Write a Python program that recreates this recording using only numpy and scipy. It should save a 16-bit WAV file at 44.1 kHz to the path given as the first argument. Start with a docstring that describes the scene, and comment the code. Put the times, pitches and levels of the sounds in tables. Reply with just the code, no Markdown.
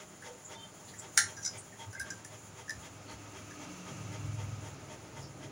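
"""From the start a fan swishes about four times a second over room air and a steady hiss, while a
small motorbike putters far off outside. Pliers work steel wire on a tiled floor: contact sets the jaws
clinking, friction makes small scrapes, and stick-slip a thin squeak. Near 1.2 s the wire is cut with one
loud snap and the steel rings; dull bumps of the hands and more clinks follow. Near 4 s the motorbike
passes, its exhaust pulses booming in the low resonances of the room, and then it recedes."""
import sys
import numpy as np
from scipy import signal
from scipy.fft import rfft, irfft, next_fast_len
from scipy.io import wavfile
from scipy.ndimage import map_coordinates

SR = 44100
rng = np.random.default_rng(int(sys.argv[2]) if len(sys.argv) > 2 else 0)


def waveform_to_disk(signal):
    """Save audio, clipped to [-1, 1], as 16-bit WAV at the path in sys.argv[1]."""
    frames = np.transpose(np.atleast_2d(signal))
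    scaled = np.clip(frames, -1, 1) * 32767
    samples = np.round(scaled).astype(np.int16)
    wavfile.write(sys.argv[1], SR, samples)


N = 242991
TIME = np.arange(N) / SR
HIT = TIME[:SR // 2]  # time axis of one short event

# spectrum of room air and of road noise: f/Hz, relative spectral level/dB
AIR_SPECTRUM = [(20, -19), (45, -26), (75, -11), (115, -11), (180, -0.5), (240, -7.5), (310, -6.5),
                (520, -12), (630, -9.5), (1040, -14), (1270, -12.5), (1800, -17.5), (3700, -23.5),
                (6000, -23), (8000, -46)]


def amp(db):
    """Amplitude ratio of a level in decibels."""
    return 10 ** (np.asarray(db) / 20)


def unit(x):
    """Normalisation to rms 1."""
    return x / np.sqrt(np.mean(x ** 2) + 1e-20)


def along(points, hz):
    """Interpolation of (f/Hz, value) points on a logarithmic frequency axis."""
    f, v = np.transpose(points)
    return np.interp(np.log(hz + 1), np.log(f + 1), v)


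def curves(rows):
    """Linear interpolation of each column after t/s to one value per sample."""
    s, *cols = np.transpose(rows)
    return [np.interp(TIME, s, c) for c in cols]


def wobble(rate):
    """Smooth random modulation: a spline through rate knots a second."""
    return map_coordinates(rng.standard_normal(int(N * rate / SR) + 4), [TIME * rate])


def fade(t, t60):
    """Exponential decay, 60 dB down after t60."""
    return np.exp(-np.log(1000) * t / t60)


def rise(tau):
    """Exponential approach to 1 with time constant tau."""
    return 1 - np.exp(-HIT / tau)


def add(track, s, sound):
    """Superposition of a sound on the track at time s."""
    part = track[max(round(s * SR), 0):][:len(sound)]
    part += sound[:len(part)]


def filtered(x, response):
    """Linear filtering: the spectrum of x times a complex frequency response."""
    m = next_fast_len(len(x) + SR // 2)
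    return irfft(rfft(x, m) * response(np.fft.rfftfreq(m, 1 / SR)), m)[:len(x)]


def noise(spectrum):
    """Stationary noise of rms 1 with a given spectral shape."""
    return unit(filtered(rng.standard_normal(N), lambda hz: amp(along(spectrum, hz))))


def resonant(x, modes):
    """Forced response, at rms 1, of modes (f/Hz, bandwidth/Hz, level/dB) of alternating sign."""
    def response(f):
        return sum((-1) ** k * amp(db) * 1j * f * width / (hz * hz - f * f + 1j * f * width)
                   for k, (hz, width, db) in enumerate(modes))
    return unit(filtered(x, response))


def cascade(x, modes):
    """Two resonant stages in series pass little between the peaks."""
    return resonant(resonant(x, modes), modes)


def in_room(x, wet_db, echo_db):
    """Direct sound, one wall reflection and a diffuse reverberant tail."""
    # reverberation time of the room: f/Hz, t60/s
    reverberation = [(300, 0.3), (1700, 0.23), (6000, 0.19), (10000, 0.19), (15000, 0.12)]
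    hz, t, spectra = signal.stft(rng.standard_normal(len(HIT)), SR, nperseg=256)
    spectra = spectra * fade(t, along(reverberation, hz)[:, None])
    tail = signal.istft(spectra, SR, nperseg=256)[1][:len(HIT)] * rise(0.0012)
    out = x + amp(wet_db) * signal.fftconvolve(x, tail / np.linalg.norm(tail))[:len(x)]
    add(out, 0.0125, amp(echo_db) * x)
    return out


def background():
    """Broadband noise: room air and a high hiss, each with slight random amplitude modulation."""
    # spectrum of the hiss: f/Hz, relative spectral level/dB
    hiss_spectrum = [(3000, -46), (5200, -25), (6300, -4), (7100, 2), (7900, -17), (8800, -18), (9500, -6),
                     (10400, -14), (11200, -23.5), (13300, -29), (14700, -18.5), (15700, -12)]
    # slow course of the hiss: t/s, level/dB
    hiss_levels = [(0.0, -59), (1.47, -55), (1.72, -58.5), (4.24, -58.5), (5.51, -62.5)]
    hiss_db, = curves(hiss_levels)
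    air = amp(-55.5 + 0.99 * wobble(9)) * noise(AIR_SPECTRUM)
    hiss = amp(hiss_db + 1.94 * wobble(36)) * noise(hiss_spectrum)
    return air + hiss


def fan():
    """Rotation modulates air noise and blade and housing modes: a strong and a weak swish each turn."""
    # spectrum of the rushing air: f/Hz, relative spectral level/dB
    swish_spectrum = [(150, -31), (300, -21), (1100, 2), (2200, 0), (2700, -2.5), (3350, -1.5), (4200, -10),
                      (6800, 1), (8200, -18), (9700, -9), (12000, -26)]
    # modes of the blades and housing: f/Hz, bandwidth/Hz, relative level/dB
    fan_modes = [(393, 11.7, -0.5), (499.4, 6.2, 0), (618, 11, 1), (797.6, 16, -5.5), (904.6, 14, -0.5),
                 (2035, 24, -7), (3244, 45, -10.5)]
    # turns that swish harder or softer than the rest: t/s, level change/dB
    uneven_turns = [(.28, 3), (.54, 3), (.79, -14), (1.82, 2), (2.33, -2), (3.37, 0)]
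    period_s, first_s = 0.2586, 0.012
    sharpness, backswish_db, hum = 6.7, -16, 0.22  # hum: the part of the ring that never stops
    turn = (TIME - first_s) / period_s
    facing = np.cos(np.pi * turn) ** 2
    uneven_db = sum(db * (np.round(turn) == round((s - first_s) / period_s)) for s, db in uneven_turns)
    swell = amp(uneven_db) * facing ** sharpness + amp(backswish_db) * (1 - facing) ** sharpness
    rush = amp(-52.5) * noise(swish_spectrum)
    body = amp(-54) * resonant(rng.standard_normal(N), fan_modes)
    return swell * rush + (swell + hum) * body


def nearness(s):
    """Inverse-distance law for a source passing at steady speed; the gain is 1 at time s."""
    distance_m, speed_m_per_s = 4.13, 7.77
    return distance_m / np.hypot(distance_m, speed_m_per_s * (TIME - s))


def exhaust(near):
    """An uneven train of exhaust pulses drives the room modes; the boom wavers more while far off."""
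    # engine firing: t/s, rate/Hz
    firing_rates = [(0, 23.2), (3.3, 20.8), (4.05, 21.2), (4.5, 20.5), (4.9, 19.8), (5.3, 18.6)]
    # boom as the tailpipe swings into view, before approach and waver: t/s, low level/dB, upper level/dB
    boom_levels = [(3.4, -57, -64), (3.84, -62.5, -64), (3.94, -54.5, -48), (4.08, -45, -49),
                   (4.17, -49, -51), (4.28, -38, -41), (4.36, -43, -46), (4.46, -39.5, -47),
                   (4.62, -48, -52.5), (4.85, -55, -53), (5.02, -57, -60), (5.25, -54.5, -50.5),
                   (5.51, -57, -54)]
    # low room modes: f/Hz, bandwidth/Hz, relative level/dB
    low_modes = [(58.7, 11, -7), (77.5, 6.6, -1.5), (105.2, 13.6, 2)]
    # upper room modes: f/Hz, bandwidth/Hz, relative level/dB
    upper_modes = [(119.7, 8.4, -5.5), (140.7, 15.3, 1), (291.5, 14, -7)]
    rate, = curves(firing_rates)
    low_db, upper_db = curves(boom_levels)
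    approach_db = 1.85 * np.minimum(TIME - boom_levels[0][0], 0)  # grows until the first listed time
    waver_db = 2.5 * (1 - near) * wobble(10)
    cycles = np.cumsum(rate) / SR + 0.03 * wobble(20)
    firings = np.diff(np.floor(np.abs(cycles)), prepend=0)  # one impulse a cycle
    pulses = unit(firings * amp(1.4 * rng.standard_normal(N)))
    drive = pulses + 0.15 * rng.standard_normal(N)
    low = amp(low_db) * cascade(drive, low_modes)
    upper = amp(upper_db) * cascade(drive, upper_modes)
    return amp(approach_db + waver_db) * (low + upper)


def motorbike():
    """A passing source with directivity: the machinery radiates forward, the tailpipe's rush backward."""
    # resonances of the machinery: f/Hz, bandwidth/Hz, relative level/dB
    whirr_modes = [(255.7, 3.4, 12), (298.6, 8.4, 14.5), (550, 44, -3), (1255, 30, 7), (2247, 100, -3),
                   (2690, 235, -4), (6280, 500, -5.5)]
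    pass_s, whirr_lead_s, behind_s = 4.09, 0.21, 4.63
    drone_hz, drone_s, drone_width_s = 181.7, 3.89, 0.25
    near = nearness(pass_s)
    boom = exhaust(near)
    swell = np.exp(-((TIME - drone_s) / drone_width_s) ** 2)
    drone = amp(-50.5) * swell * np.sin(2 * np.pi * drone_hz * TIME + 0.35 * wobble(15))
    ahead = nearness(pass_s - whirr_lead_s) ** 1.2
    whirr = amp(-52) * ahead * resonant(rng.standard_normal(N), whirr_modes)
    road = amp(-53) * near * noise(AIR_SPECTRUM)
    behind = 0.5 + 0.5 * np.tanh(2 * (TIME - behind_s))
    rush = amp(-55.5) * behind * cascade(rng.standard_normal(N), [(346, 380, 0)])
    return boom + drone + whirr + road + rush


def jaw_ring(hz, db, length):
    """Free vibration of the jaws' lowest mode: a strong clink rings clean, a weak one only rasps."""
    twin_ratio, twin_db = 1.065, -9  # the second jaw is a little higher and weaker
    firm_db, light_db = -23.5, -36
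    twin = amp(twin_db) * np.sin(2 * np.pi * (twin_ratio * hz * HIT + rng.random()))
    pair = np.sin(2 * np.pi * hz * HIT) + twin
    rasp = cascade(rng.standard_normal(len(HIT)), [(hz, 290, 0)])
    lightness = np.clip((firm_db - db) / (firm_db - light_db), 0, 1)
    tone = np.sqrt(1 - lightness) * pair + np.sqrt(lightness / 2) * rasp
    decay = fade(HIT, 0.77 * length) + amp(-28) * fade(HIT, 0.23)  # a faint part lingers
    return amp(db) * tone * decay * rise(0.088 * length) ** 2


def chafe(modes, t60):
    """Random excitation of damped modes by a brief rough contact; a longer one starts more softly."""
    return resonant(rng.standard_normal(len(HIT)), modes) * fade(HIT, t60) * rise(0.021 * t60)


def clinks():
    """Contact excitation and reflection: the jaws clink at a pitch set by the grip; the wall echoes."""
    # clinks of the jaws and their strongest wall echoes:
    # t/s, length/s, ring f/Hz, ring level/dB, jaw level/dB, edge level/dB, favoured jaw f/Hz
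    clinks_and_echoes = [(0.2205, 0.056, 1676, -33.5, -56, -57, 6000),
                         (0.934, 0.075, 1873, -38, -52, -58, 6000),
                         (0.994, 0.046, 1440, -48, -45, -46.5, 7200),
                         (1.365, 0.1, 1606, -31.5, -43, -64, 6000),
                         (1.429, 0.043, 1560, -49, -38, -56, 5900),
                         (1.448, 0.046, 1540, -42, -24.5, -44.5, 6040),
                         (1.46, 0.044, 1510, -34, -24, -43, 5800),
                         (1.4755, 0.03, 1560, -39, -32, -52, 5400),
                         (1.722, 0.062, 1890, -35.5, -63, -65, 6000),
                         (1.928, 0.043, 1530, -31.5, -49, -50, 5200),
                         (1.9485, 0.047, 1594, -24, -47, -55, 5200),
                         (1.996, 0.032, 1598, -32, -36, -37, 5600),
                         (1.9985, .04, 1588, -20, -40, -44, 4700),
                         (2.011, .055, 1611, -25.5, -41.5, -44, 4900),
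                         (2.103, 0.038, 1575, -24, -31.5, -47, 6700),
                         (2.2474, 0.026, 1770, -32, -37.5, -43.5, 7300),
                         (2.6796, 0.041, 1710, -26.5, -48, -62, 5600),
                         (2.694, 0.02, 1761, -18, -28, -44, 5100),
                         (2.705, 0.019, 1756, -30, -30, -43.5, 5260),
                         (3.505, 0.088, 1710, -35, -52, -61, 6000)]
    # higher modes of the jaws: f/Hz, bandwidth/Hz, relative level/dB
    jaw_modes = [(2120, 90, 3), (3910, 80, -2.5), (4840, 87, -2), (5154, 60, 4), (5805, 56, 4.5),
                 (6000, 42, 6), (6240, 49, 3.5), (7070, 91, 3), (7730, 110, -8)]
    # modes of the cutting edges: f/Hz, bandwidth/Hz, relative level/dB
    edge_modes = [(9310, 150, 3), (9700, 200, 1.5), (10060, 250, -0.5), (10560, 200, -4), (11650, 250, -17),
                  (15300, 600, -14)]
    db_per_octave = 14.5  # jaw modes weaken away from the favoured frequency
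    out = np.zeros(N)
    for s, length, hz, ring_db, jaw_db, edge_db, focus_hz in clinks_and_echoes:
        low = jaw_ring(hz, ring_db, length)
        modes = [(f, width, db - db_per_octave * abs(np.log2(f / focus_hz)))
                 for f, width, db in jaw_modes]
        jaw = amp(jaw_db) * chafe(modes, t60=length)
        edge = amp(edge_db) * chafe(edge_modes, t60=0.88 * length)
        tick = amp(edge_db - 2.5) * chafe([(8300, 2200, 0)], t60=0.01)  # crisp onset of steel on steel
        add(out, s, in_room(low, wet_db=-6, echo_db=-8.5))
        add(out, s, in_room(jaw + edge + tick, wet_db=-6, echo_db=-9.5))
    return out


def housing():
    """Free decay: one lightly damped mode of the fan's housing rings on after a hard swish."""
    # rings left by the hardest swishes: t/s, level/dB
    rings = [(.25, -50), (.51, -46), (1.785, -46)]
    mode = np.sin(2 * np.pi * 908 * HIT) * rise(0.014) * fade(HIT, t60=0.53)
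    out = np.zeros(N)
    for s, db in rings:
        add(out, s, amp(db) * mode)
    return out


def scrapes():
    """Sliding friction of wire and fingers drives one resonance for the length of a stroke."""
    # strokes: t/s, length/s, f/Hz, bandwidth/Hz, level/dB
    strokes = [(.27, 0.11, 503, 50, -55), (0.443, 0.046, 7000, 650, -50), (0.874, 0.045, 4000, 2000, -58.5),
               (0.983, 0.026, 7470, 700, -45.5), (1.415, 0.07, 5870, 450, -47.5),
               (1.48, 0.085, 5100, 400, -57), (1.532, 0.047, 2330, 200, -56),
               (1.573, 0.043, 9050, 1000, -51.5), (1.574, 0.041, 7360, 1500, -53),
               (1.783, 0.077, 3300, 200, -56.5), (1.952, 0.068, 2090, 140, -55.5),
               (3.079, 0.051, 4350, 500, -58), (3.904, 0.053, 260, 160, -49.5),
               (5.215, 0.07, 5230, 800, -55)]
    out = np.zeros(N)
    for s, length, hz, width, db in strokes:
        friction = rng.standard_normal(len(HIT))
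        rub = unit(filtered(friction, lambda f: 1 / (1 + (2 * (f - hz) / width) ** 2)))
        stroke = np.sin(np.pi * np.clip(HIT / length, 0, 1) ** 0.63)
        add(out, s, amp(db) * in_room(rub * stroke, wet_db=-7.5, echo_db=-5))
    return out


def squeaks():
    """Stick-slip in the jaws sustains one mode of the wire; uneven slips roughen its level and phase."""
    # squeaks of the wire: t/s, length/s, f/Hz, level/dB
    slips = [(0.538, 0.056, 3565, -51), (0.56, 0.071, 3130, -56), (0.565, 0.075, 4470, -64),
             (0.591, 0.11, 3570, -59), (0.614, 0.053, 3137, -53)]
    rough_db, jitter_rad, flutter_per_s = 3, 0.3, 173
    out = np.zeros(N)
    for s, length, hz, db in slips:
        grip = wobble(flutter_per_s)[:len(HIT)]
        drift = wobble(flutter_per_s)[:len(HIT)]
        tone = amp(rough_db * grip) * np.sin(2 * np.pi * hz * HIT + jitter_rad * drift)
        stroke = np.sin(np.pi * np.clip(HIT / length, 0, 1))
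        add(out, s, amp(db) * in_room(tone * stroke, wet_db=-8, echo_db=-20))
    return out


def ring(modes, t60, scatter_db):
    """Modal superposition: struck modes (f/Hz, level/dB) decay, with scattered levels and phases."""
    chance = rng.standard_normal((len(modes), 2))
    hz, db = np.transpose(modes)
    gains = amp(db + scatter_db * chance[:, 0])
    partials = np.sin(2 * np.pi * (np.outer(hz, HIT) + chance[:, 1:]))
    return gains / np.linalg.norm(gains) @ partials * fade(HIT, t60)


def snap():
    """Fracture and reflection: the wire cracks, the freed steel rings, the sound slaps off the wall."""
    # cracks of the wire, then their slap off the wall: t/s, level/dB, t60/s
    cracks_and_slap = [(1.171, -40.5, 0.015), (1.175, -18, 0.021), (1.1765, -11, 0.018),
                       (1.1895, -20, 0.015)]
    # spectrum of the cracks and their slap: f/Hz, relative spectral level/dB
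    crack_spectrum = [(450, -39.5), (640, -10), (840, -26), (1020, -37), (1170, -7.5), (1450, -10),
                      (1750, 6.5), (2200, -4), (2500, -38), (2950, -7), (3300, -18), (3650, -6.5),
                      (4700, -9), (5650, 6), (6300, 1), (7400, -3.5), (8100, -19), (9400, 0.5),
                      (11300, -24), (13300, -38), (15200, -12)]
    # modes of the cut wire and pliers: f/Hz, relative level/dB
    steel_modes = [(835, -15), (1392, -4), (1570, -3), (1622, -4), (1743, -2), (1819, -2), (1944, -6),
                   (2950, -13), (3747, -13), (4162, -4), (4322, -7), (5125, -12), (5233, -11), (5545, -3),
                   (5655, -3.5), (5835, -4.5), (6164, -10), (6500, -6), (6616, -3), (6728, -4), (6982, -8),
                   (7368, -6), (7515, -7.5), (8258, -16), (9119, -10), (9523, -8), (9755, -13)]
    release_s = 1.1755  # the cut ends spring free
    out = np.zeros(N)
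    for s, db, t60 in cracks_and_slap:
        burst = noise(crack_spectrum)[:len(HIT)] * fade(HIT, t60)
        add(out, s, amp(db) * in_room(burst, wet_db=-2, echo_db=-24))
    add(out, release_s, amp(-21) * ring(steel_modes, t60=0.255, scatter_db=1) * rise(0.00053))
    return out


def bumps():
    """Soft impacts excite only low frequencies: each knock of the hands swells in one room resonance."""
    # knocks of the hands on the workpiece: t/s, f/Hz, level/dB
    knocks = [(1.216, 100, -44.5), (1.53, 110, -47), (1.85, 103, -40.5), (1.99, 80, -51.5),
              (2.735, 76, -48), (3.115, 73, -49.5)]
    length_s = 0.079
    swell = np.sin(np.pi * np.clip(HIT / length_s, 0, 1)) ** 2
    out = np.zeros(N)
    for s, hz, db in knocks:
        add(out, s, amp(db) * swell * np.sin(2 * np.pi * (hz * HIT + rng.random())))
    return out


def scene():
    """Superposition of all sources at one point, in one channel."""
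    pliers = snap() + clinks() + scrapes() + squeaks() + bumps()
    return (pliers + fan() + housing() + background() + motorbike())[None]


def record(dry):
    """Band limiting: a steep low-pass removes the highest treble."""
    cutoff_hz = 15870
    return np.array([filtered(x, lambda hz: 1 / (1 + (hz / cutoff_hz) ** 200)) for x in dry])


dry = scene()
out = record(dry)
waveform_to_disk(out)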